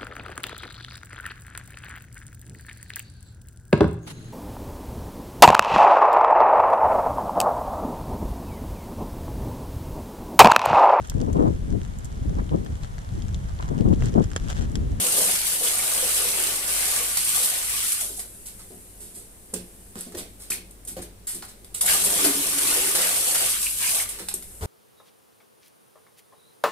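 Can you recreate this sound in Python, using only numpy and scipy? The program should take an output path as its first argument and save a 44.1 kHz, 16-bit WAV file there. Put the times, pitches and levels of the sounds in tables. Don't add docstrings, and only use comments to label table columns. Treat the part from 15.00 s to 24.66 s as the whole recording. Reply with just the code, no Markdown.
import sys
import numpy as np
from scipy import signal
from scipy.fft import rfft, irfft, next_fast_len
from scipy.io import wavfile
from scipy.ndimage import uniform_filter1d

SR = 44100
rng = np.random.default_rng(int(sys.argv[2]) if len(sys.argv) > 2 else 0)


def generate_wav(sig):
    pcm = np.round(np.clip(np.atleast_2d(sig).T, -1, 1) * 32767).astype(np.int16)
    wavfile.write(sys.argv[1], SR, pcm)


N = 426006
TIME = np.arange(N) / SR


def amp(db):
    return 10 ** (np.asarray(db) / 20)


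def evened(x):
    return x / np.sqrt(np.mean(x ** 2) + 1e-20)


def read(points, hz):
    f, value = np.transpose(points)
    return np.interp(np.log(hz + 1), np.log(f + 1), value)


def add(mix, start_s, sound):
    part = mix[:, max(round(start_s * SR), 0):][:, :sound.shape[1]]
    part += sound[:, :part.shape[1]]


def tint(x, db_at):
    size = next_fast_len(x.shape[-1] + 2048, True)
    gain = amp(db_at(np.fft.rfftfreq(size, 1 / SR)))
    return irfft(rfft(x, size) * gain, size)[..., :x.shape[-1]]


def humps(notes, hz):
    return sum(db / (1 + (2 * (hz - f) / width) ** 2) for f, width, db in notes)


def drift(size, per_s):
    at = np.arange(size) * per_s / SR
    return evened(np.interp(at, np.arange(8192), rng.standard_normal(8192)))


def swell(rise_s, decay_s, size):
    return (1 - np.exp(-TIME[:size] / max(rise_s, 1e-4))) * np.exp(-TIME[:size] / max(decay_s, 1e-3))


def diffuse(pair, db_at, spacing_m=0.2):
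    size = next_fast_len(pair.shape[1], True)
    hz = np.fft.rfftfreq(size, 1 / SR)
    a, b = rfft(pair, size) * amp(db_at(hz))
    same = np.sinc(2 * hz * spacing_m / 343)
    mid, side = a * np.sqrt((1 + same) / 2), b * np.sqrt((1 - same) / 2)
    return evened(irfft([mid + side, mid - side], size)[:, :pair.shape[1]])


# pitch_hz, width_hz, boost_db
ROOM_NOTES = [(183.2, 6.6, 10), (283.4, 8.4, 4.5), (352, 16, 6.5), (404, 22, 5), (414, 17, 3),
              (484, 14, 3.5), (715, 29, 3)]
# pitch_hz, fade_s
ECHO_FADE = [(150, 0.59), (400, 0.36), (1000, 0.27), (2800, 0.4), (7300, 0.21), (15000, 0.2)]
def room(x, direct=0.39, size=16384):
    noise = diffuse(rng.choice([-1., 1.], (2, size)), np.zeros_like)
    hz, t, bands = signal.stft(noise, SR, nperseg=256)
    tail = signal.istft(bands * amp(-60 * t / read(ECHO_FADE, hz)[:, None]), SR)[1]
    path = tail / np.linalg.norm(tail[0])
    path[[0, 1], rng.integers(0, 16, 2)] += direct
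    for f, width, db in ROOM_NOTES:
        path = path + (amp(db) - 1) * signal.lfilter(*signal.iirpeak(f, f / width, SR), path)
    return signal.oaconvolve(np.atleast_2d(x), path / np.hypot(1, direct), axes=1)[:, :N]


# pitch_hz, level_db
RUMBLE_TONE = [(20, 0.5), (35, -7), (60, -10.5), (100, 1), (140, -17.5), (190, -5.5), (260, -11),
               (420, -12), (650, -16), (1200, -22.5), (3000, -26.5), (7000, -28), (15000, -26.5)]
# pitch_hz, level_db
DRAUGHT_TONE = [(15, -17), (35, -5), (55, 9), (200, -18), (2000, -70)]
def still_room(hum_hz=48.6, waver=0.54):
    noise = rng.standard_normal((2, N))
    rumble = diffuse(noise, lambda hz: read(RUMBLE_TONE, hz) + humps(ROOM_NOTES, hz) / 2)
    draught = evened(tint(rng.standard_normal((2, N)), lambda hz: read(DRAUGHT_TONE, hz)))
    note = np.sin(2 * np.pi * hum_hz * TIME + waver * drift(N, per_s=22))
    hum = evened(note * (1 + waver * drift(N, per_s=6.8)))
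    return amp(-50) * rumble + amp(-59) * draught + amp(-53) * hum


def impacts(shape, per_s, spread_db):
    clicks = np.zeros(shape)
    where, sign, chance = rng.random((int(clicks.size * per_s / SR), 3)).T
    size_db = spread_db * np.minimum(-np.log(1 - chance), 4)
    clicks.flat[(where * clicks.size).astype(int)] = np.sign(sign - .5) * amp(size_db)
    return clicks


def drops(size, tone, per_s=7000, spread_db=6.5):
    return evened(tint(impacts(size, per_s, spread_db), lambda hz: read(tone, hz)))


def shower(tone, per_s, spread_db):
    return diffuse(impacts((2, N), per_s, spread_db), lambda hz: read(tone, hz))


def splats(per_s=40, decay_s=.005, depth=.35):
    hits = abs(impacts(N, per_s, spread_db=0))
    leaps = signal.oaconvolve(hits, np.exp(-TIME[:4096] / decay_s))[:N]
    return evened(1 + depth * leaps)


def patchy(x, depth_db):
    bands = signal.stft(x, nperseg=512, noverlap=256)[2]
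    patches = uniform_filter1d(rng.standard_normal(bands.shape[1:]), size=3, axis=0)
    patches = uniform_filter1d(patches, size=7, axis=1)
    return evened(signal.istft(bands * amp(depth_db * evened(patches)))[1][:, :N])


def bubbles(low_hz, high_hz, per_s, cycles, glide=0.081, count=24):
    out = np.zeros(N)
    for hz in np.geomspace(low_hz, high_hz, count):
        age = np.arange(0, 4, hz / cycles / SR)
        births = rng.integers(0, N - len(age), int(per_s * N / SR / count))
        detune, size = rng.standard_normal((len(births), 2)).T[:, :, None]
        ring = np.exp(-age) * np.sin(2 * np.pi * cycles * age * (1 + 0.031 * detune + glide * age / 2))
        places = births[:, None] + np.arange(len(age))
        out += np.bincount(places.ravel(), (size * ring).ravel() * np.sqrt(hz), N)
    return evened(out)


def cavity(stir, hz, width_hz):
    turn = np.exp(2j * np.pi * np.cumsum(hz * np.ones(stir.shape[-1])) / SR)
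    hold = np.exp(-np.pi * width_hz / SR)
    smoothed = signal.lfilter([1], [1, -2 * hold, hold * hold], stir * turn.conj())
    return evened((turn * smoothed).real)


# pitch_hz, level_db
FINE_TONE = [(500, -53), (3000, -24), (6000, -9), (8000, -0.5), (11000, 4), (13000, -0.5), (15500, -18.5)]
# pitch_hz, level_db
SPATTER_TONE = [(900, -20), (2000, -17), (3000, -1), (5500, -0.5), (7500, -1.5), (11000, -5.5)]
# pitch_hz, level_db
SQUIRT_TONE = [(300, -9.5), (1500, -2.5), (3000, -0.5), (4200, 4), (6500, 0.5), (8000, 1), (11000, -0.5)]
# pitch_hz, level_db
SPLASH_TONE = [(300, -46), (700, -11), (1100, 1), (2200, 7.5), (3000, 8), (6000, -45)]
# pitch_hz, level_db
PLUNGE_TONE = [(100, -21), (215, -18), (275, -2), (400, -5.5), (1000, 7.5)]
# pitch_hz, level_db
DRUM_TONE = [(90, -6), (150, -8), (179, 11.5), (230, -3), (330, -16), (1500, -68)]
# time_s, flow_db, plunge_db, splash_db, plunge_pitch_hz
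BUCKETS = [
    [(0, -24, -19.5, -16, 437), (.1, -24, -17.5, -19, 470), (.22, -22.5, -17, -19.5, 524),
     (.29, -23, -18, -19, 586), (.37, -25.5, -24, -14, 640), (.43, -28, -27, -14.5, 700),
     (.46, -25, -26.5, -16.5, 610), (.6, -28, -17.5, -21, 475), (.65, -25.5, -18, -15.5, 470),
     (.72, -26.5, -22.5, -15, 540), (.85, -26.5, -17, -16.5, 590), (1.14, -24, -22, -16.5, 500),
     (1.36, -27.5, -17, -13.5, 450), (1.43, -26.5, -16, -13, 440), (1.66, -30, -18, -15, 503),
     (1.72, -26.5, -21, -15.5, 540), (2.0, -27, -18.5, -13.5, 560), (2.14, -27.5, -24.5, -16.5, 590),
     (2.32, -25, -46, -18, 620), (2.38, -23, -25, -18, 570), (2.61, -29.5, -23, -15, 580),
     (2.78, -28, -35, -13.5, 730), (2.86, -26, -52, -17, 520), (2.98, -31, -35, -16, 560),
     (3.02, -28, -23, -22, 590), (3.12, -37, -19, -29, 407), (3.27, -49, -9, -31, 423)],
    [(6.83, -36, -7.5, -23, 600), (6.89, -20, -27.5, -10.5, 650), (6.95, -20.5, -19.5, -15.5, 535),
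     (7.0, -25.5, -18.5, -16, 480), (7.12, -24.5, -14, -17.5, 393), (7.22, -23, -13.5, -13.5, 340),
     (7.34, -26.5, -12.5, -17.5, 350), (7.57, -25, -18, -16.5, 340), (7.72, -24, -15, -12.5, 356),
     (7.92, -25, -16.5, -16, 428), (8.05, -25, -19, -11, 580), (8.22, -24.5, -19, -18.5, 430),
     (8.45, -25, -19.5, -15, 587), (8.58, -29, -36, -14.5, 405), (8.64, -25.5, -43, -21, 420),
     (8.72, -28, -42, -25, 440), (8.765, -31, -36, -26, 451), (8.83, -26, -41, -11, 590),
     (8.95, -24, -23, -20, 656), (9.02, -25.5, -26, -15, 734), (9.07, -38, -19, -10.5, 560),
     (9.14, -40.5, -16, -15, 380), (9.24, -52, 4, -5, 400)],
]
def pour(surge_db=.5, spatter_follow=0.21, drum_fade_db_per_s=11.5):
    rows = np.vstack(BUCKETS)
    flow_db, plunge_db, splash_db, hz = (np.interp(TIME, rows[:, 0], column) for column in rows.T[1:])
    running = sum((TIME >= bucket[0][0]) & (TIME <= bucket[-1][0]) for bucket in BUCKETS)
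    flow = uniform_filter1d(running * 1., size=1200) * amp(flow_db + surge_db * drift(N, per_s=22))
    lumps_db = drift(N, per_s=60)
    bursts = splats()

    spray = bursts * patchy(shower(FINE_TONE, per_s=12000, spread_db=-0.5), depth_db=1)
    spatter = patchy(shower(SPATTER_TONE, per_s=3500, spread_db=2), depth_db=2.4)
    spatter *= amp(lumps_db / 2 - 3) * bursts
    near_drops = amp(-11.5) * room(drops(N, SQUIRT_TONE, per_s=240, spread_db=1.8), direct=0.6)
    spatter = (spatter + near_drops) * amp(spatter_follow * (splash_db - np.median(rows[:, 3])))
    splash = patchy(shower(SPLASH_TONE, per_s=4000, spread_db=0.5), depth_db=2.5)
    splash *= amp(splash_db + lumps_db + 3)

    froth = room(bubbles(low_hz=899.5, high_hz=5005, per_s=600, cycles=9), direct=0.66)
    froth *= amp(splash_db + 2)
    gulps = room(bubbles(low_hz=700, high_hz=3200, per_s=150, cycles=9), direct=0.7)
    gulps *= amp((splash_db + plunge_db) / 2 - 4.5)
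    stir = diffuse(rng.standard_normal((2, N)), lambda f: read(PLUNGE_TONE, f) + humps(ROOM_NOTES, f))
    churn = amp(plunge_db + lumps_db + 3) * cavity(stir, hz, width_hz=0.78 * hz.mean())

    first_s, second_s = (bucket[0][0] for bucket in BUCKETS)
    poured_s = TIME - np.where(TIME < second_s, first_s, second_s)
    cushion_db = drum_fade_db_per_s * poured_s
    drum = amp(plunge_db + lumps_db - cushion_db - 3) * shower(DRUM_TONE, per_s=3000, spread_db=-0.5)
    return flow * (spray + spatter + splash + froth + gulps + churn + drum)


# pitch_multiple, level_db
KNOCK_TONE = [(.3, -27), (.6, -7.5), (.95, -3.5), (1.3, -4.5), (1.9, -9), (4, -26.5), (12, -27)]
def knock_tone(hz):
    return [(hz * multiple, db) for multiple, db in KNOCK_TONE]


def blow(parts, shape):
    sound = sum(amp(db) * evened(shape * drops(len(shape), tone)) for db, tone in parts)
    return sound[None] * np.sqrt(np.mean(shape ** 2))


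def pocket(hz, width_share, size):
    ring = cavity(impacts(size, per_s=1500, spread_db=3), hz, width_share * hz)
    return evened(tint(ring, lambda f: read([(hz / 3, -10), (hz / 2, 0)], f)))


def ringing(hz, shape, width_share):
    size = len(shape)
    ring = pocket(hz, width_share, 2 * size)[size:]
    return evened(shape * ring)[None] * np.sqrt(np.mean(shape ** 2))


# start_s, level_db, decay_s, pitch_hz
DOLLOPS = [(0.03, -33.5, 0.042, 490), (0.169, -29, 0.041, 486), (0.605, -28, 0.018, 483),
           (0.655, -30.5, 0.02, 473), (0.956, -32.5, 0.021, 480), (1.02, -29, 0.032, 497),
           (1.2, -30, 0.019, 480), (1.243, -28, 0.013, 488), (2.0, -31.5, 0.017, 480),
           (2.39, -34, .016, 503), (7.24, -18, 0.013, 386), (7.244, -25, .02, 697), (7.69, -33, 0.02, 290),
           (7.759, -31, 0.02, 473), (7.945, -25, 0.014, 361), (7.975, -28, 0.031, 530),
           (8.418, -23, 0.011, 695), (8.94, -29.5, 0.015, 670)]
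def dollops(rise_s=0.011, knock_hz=535, size=16384):
    spot = np.zeros((1, N))
    for start_s, db, decay_s, hz in DOLLOPS:
        shape = swell(rise_s, decay_s, size)
        add(spot, start_s, blow([(db - 3, knock_tone(knock_hz)), (db - 21, DRUM_TONE)], shape))
        add(spot, start_s, amp(db - 4) * ringing(hz, shape, width_share=.14))
    return room(spot[0], direct=1.74)


# time_s, left_minus_right_db
SLAP_SIDES = [(4, -3), (4.5, -5), (5.2, -2), (5.45, -1), (6.65, -0.5), (6.75, -3), (6.81, 0.5), (9.1, -1),
              (9.28, -4), (9.34, 2)]
# start_s, level_db, large_drops_db, rise_s, decay_s
WET_SLAPS = [(0.637, -17.5, -14, .002, 0.017), (0.67, -19, -4, 0.0022, 0.0081),
             (0.782, -15, -13, .001, .008), (1.435, -16.5, -13, .001, 0.0098),
             (1.849, -20, -9, 0.0011, .007), (1.958, -20.5, -2.5, .002, 0.01),
             (2.169, -16, -10, .001, 0.012), (2.23, -26, -18, .001, 0.011), (2.29, -19, -11, .001, .007),
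             (2.92, -14.5, -20, 0.0011, 0.0097), (3.015, -31, -18, .001, .008),
             (3.166, -26, -17, 0.006, .02), (3.19, -22.5, -10, 0.0035, 0.012),
             (3.455, -29, -9, 0.0079, 0.022), (3.59, -48, 2.5, .004, .02),
             (4.001, -38.5, -14.5, .002, 0.081), (4.142, -35.5, -13, .007, 0.05),
             (4.538, -16.5, -11.5, 0.00072, 0.0047), (4.56, -35.5, -3.5, 0.0032, .012),
             (4.955, -40, 2, .0004, .004), (4.989, -29, -6, .0004, 0.0018),
             (4.962, -36.5, -6.5, 0.012, 0.061), (5.008, -23.5, -14, 0.00037, 0.0035),
             (5.122, -46, 8, 0.0004, 0.0036), (5.149, -34.5, 2, .0004, 0.003),
             (5.168, -24.5, -1.5, 0.014, 0.019), (5.392, -37, -6.5, 0.017, 0.049),
             (5.501, -16.5, -9.5, 0.0018, .012), (5.522, -28, -6, .001, 0.021),
             (5.557, -29, -9, .0004, .002), (5.569, -27, -14, .0004, 0.0026),
             (5.709, -33, -18, 0.00044, 0.0022), (5.85, -31.5, -18, .0004, 0.0036),
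             (5.872, -26.5, -14.5, 0.0037, 0.028), (5.963, -51, 7.5, 0.0038, 0.033),
             (6.016, -27, -7, 0.0058, 0.011), (6.269, -24.5, -12.5, 0.0044, 0.051),
             (6.27, -23, -14, .0006, .004), (6.343, -25, -10.5, .006, 0.013),
             (6.422, -44.5, 5.5, 0.0022, 0.014), (6.449, -31, -13, .0005, .004),
             (6.48, -41.5, -1, 0.0047, 0.021), (6.645, -35, -8, 0.00055, 0.0035),
             (6.742, -28.5, -8, 0.0023, 0.034), (6.747, -17, -20, 0.00063, 0.0017),
             (6.809, -13.5, -14, 0.00055, 0.018), (6.858, -12, -16, .002, 0.0064),
             (7.037, -12, -16, .004, .018), (7.24, -10, -7, 0.0043, 0.019),
             (7.67, -16, -4.5, 0.0011, 0.0092), (7.95, -18.5, -1.5, .0012, .016),
             (8.345, -15, -4, 0.0028, .013), (8.458, -17, -9, .001, 0.0067), (8.633, -28, -7, .001, .007),
             (8.815, -24, -7, .001, .008), (9.088, -24, -12, .002, .014), (9.186, -39, 2.5, .002, 0.023),
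             (9.285, -17.5, -8, 0.00088, 0.0049), (9.311, -40, 3.5, .001, .0055),
             (9.3395, -17, -18, 0.00057, 0.0047), (9.423, -29, -8, .002, .006),
             (9.607, -45.5, 10, 0.016, 0.031)]
def slaps(pocket_hz=1380, db_per_octave=26, pocket_growth=2.13, ragged_db=1.2, size=8192, count=3):
    spots = np.zeros((count, 2, N))
    for k, (start_s, db, large_db, rise_s, decay_s) in enumerate(WET_SLAPS):
        spray = amp(-1.5) * drops(size, FINE_TONE, per_s=9000, spread_db=3)
        squirt = amp(large_db + 2) * drops(size, SQUIRT_TONE, per_s=3000, spread_db=3.2)
        ticks = amp(large_db - 1) * drops(size, SQUIRT_TONE, per_s=320, spread_db=1.5)
        hz = pocket_hz * 2 ** (-large_db / db_per_octave)
        air = amp(pocket_growth * large_db - 7) * pocket(hz, width_share=1.2, size=size)
        side_db = np.interp(start_s, *np.transpose(SLAP_SIDES)) / 2
        shape = amp(db + ragged_db * drift(size, per_s=570)) * swell(rise_s, decay_s, size)
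        burst = shape * (spray + squirt + ticks + air)
        add(spots[k % count], start_s, amp([[side_db], [-side_db]]) * burst)
    return sum(room(spot, direct=0.95) for spot in spots)


# start_s, level_db, pitch_hz, decay_s
AIR_POPS = [(0.672, -23, 3330, 0.0096), (0.79, -30.5, 2170, 0.019), (2.914, -31, 2460, .006),
            (5.516, -22.5, 2450, 0.0054), (5.529, -40, 2200, 0.031), (6.422, -45, 2140, .008),
            (8.66, -27, 2620, 0.018), (8.875, -28, 2600, 0.013), (8.998, -29, 2100, .014)]
def squelches(rise_s=0.0021, echo_db=-9, size=8192):
    spot = np.zeros((1, N))
    for start_s, db, hz, decay_s in AIR_POPS:
        add(spot, start_s, amp(db) * ringing(hz, swell(rise_s, decay_s, size), width_share=0.22))
    return spot + amp(echo_db) * room(spot[0], direct=0)


# time_s, level_db
FOAM_LEVELS = [(3.0, -40), (3.6, -44), (4.3, -49), (5.05, -48.5), (6.25, -61), (6.45, -58), (6.8, -53),
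               (9.1, -40.5), (9.66, -42.5)]
def foam():
    fizz = amp(-4) * shower(FINE_TONE, per_s=8100, spread_db=0)
    trickle = amp(-20) * room(bubbles(low_hz=1203, high_hz=7040, per_s=450, cycles=7))
    return amp(np.interp(TIME, *np.transpose(FOAM_LEVELS))) * (fizz + trickle)


# pitch_hz, level_db
BUMP_TONE = [(20, -5), (55, 3), (100, 0), (200, -31), (1500, -70)]
# pitch_hz, level_db, fade_s
BOOM_NOTES = [(179.1, 1.5, 0.5), (347.7, -2.5, 0.41), (420, -4, 0.33)]
# start_s, knock_db, thump_db, thump_pitch_hz, boom_db, bump_db, decay_s
STEPS = [(3.101, -36, -37, 415, -56, -60, 0.0083), (3.18, -51, -37, 733, -58, -60, .014),
         (3.701, -35.5, -37, 400, -50, -55, 0.016), (4.009, -49, -44, 260, -52, -60, .008),
         (4.162, -40, -47, 330, -57, -60, .008), (4.532, -26, -27.5, 244, -38, -42, 0.014),
         (4.592, -47, -40, 251, -46, -48, .02), (4.956, -35.5, -27.5, 212, -44, -43, 0.014),
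         (5.063, -37, -30, 235, -44, -55, .014), (5.135, -31.5, -30, 346, -52, -44, 0.041),
         (5.497, -42, -37, 260, -48, -48, 0.015), (5.567, -42, -40, 258, -49, -50, .014),
         (5.875, -45.5, -45, 250, -50, -48, .03), (5.963, -28.5, -28.5, 520, -38.5, -35, .021),
         (6.346, -44, -39, 260, -45, -44, .021), (9.199, -36, -32, 340, -51, -56, 0.016),
         (9.338, -34.5, -34, 369, -48, -50, 0.01), (9.609, -28.5, -32, 430, -48, -20.5, 0.035)]
def boots(knock_hz=348, rise_share=0.46, boom_rise_s=0.013, size=16384, count=2):
    spots, near, t = np.zeros((count, 1, N)), np.zeros((1, N)), TIME[:size]
    for k, (start_s, knock_db, thump_db, hz, boom_db, bump_db, decay_s) in enumerate(STEPS):
        shape = swell(rise_share * decay_s, decay_s, size)
        landing = blow([(knock_db - 1, knock_tone(knock_hz)), (bump_db, BUMP_TONE)], shape)
        add(spots[k % count], start_s, landing)
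        notes = sum(amp(db - 60 * t / fade_s) * np.sin(2 * np.pi * (f * t + rng.random()))
                    for f, db, fade_s in BOOM_NOTES)
        boom = amp(boom_db) * (1 - np.exp(-t / boom_rise_s)) * notes
        thump = amp(thump_db) * shape * np.sin(2 * np.pi * hz * t + .5 * drift(size, per_s=147))
        add(near, start_s, (thump + boom)[None])
    return near + sum(room(spot[0], direct=1.1) for spot in spots)


# time_s, level_db, pitch_hz
LOW_NOTE = [(7.22, -49, 291), (7.26, -28, 288), (7.35, -33.5, 281.6), (7.42, -41, 280.7), (7.52, -49, 280),
            (7.58, -38, 284), (7.68, -39.5, 288.4), (7.74, -48, 306.7), (7.78, -43.5, 359.5),
            (7.88, -40, 391), (7.95, -52, 400)]
def low_note(waver=.7):
    times, db, hz = np.transpose(LOW_NOTE)
    phase = 2 * np.pi * np.cumsum(np.interp(TIME, times, hz)) / SR + waver * drift(N, per_s=38)
    ring = evened((1 + waver * drift(N, per_s=55)) * np.sin(phase))
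    sounding = (TIME > times[0]) & (TIME < times[-1])
    return amp(np.interp(TIME, times, db) - 1) * sounding * ring


def scene():
    return still_room() + pour() + dollops() + slaps() + squelches() + foam() + boots() + low_note()


# pitch_hz, width_hz, boost_db
MIC_RINGS = [(11020, 1870, 4), (8640, 2150, 10.5)]
# pitch_hz, level_db
RIGHT_TONE = [(7000, -1), (10000, -4.5), (11300, -11.5), (15000, -5)]
def record(dry, top_hz=15600):
    left = tint(dry[0], lambda hz: humps(MIC_RINGS[:1], hz))
    right = tint(dry[1], lambda hz: humps(MIC_RINGS[1:], hz) + read(RIGHT_TONE, hz))
    high_cut = signal.firwin(511, top_hz, window=("kaiser", 9), fs=SR)
    return signal.oaconvolve(np.array([left, right]), high_cut[None], "same", axes=1)


dry = scene()
out = record(dry)
generate_wav(out)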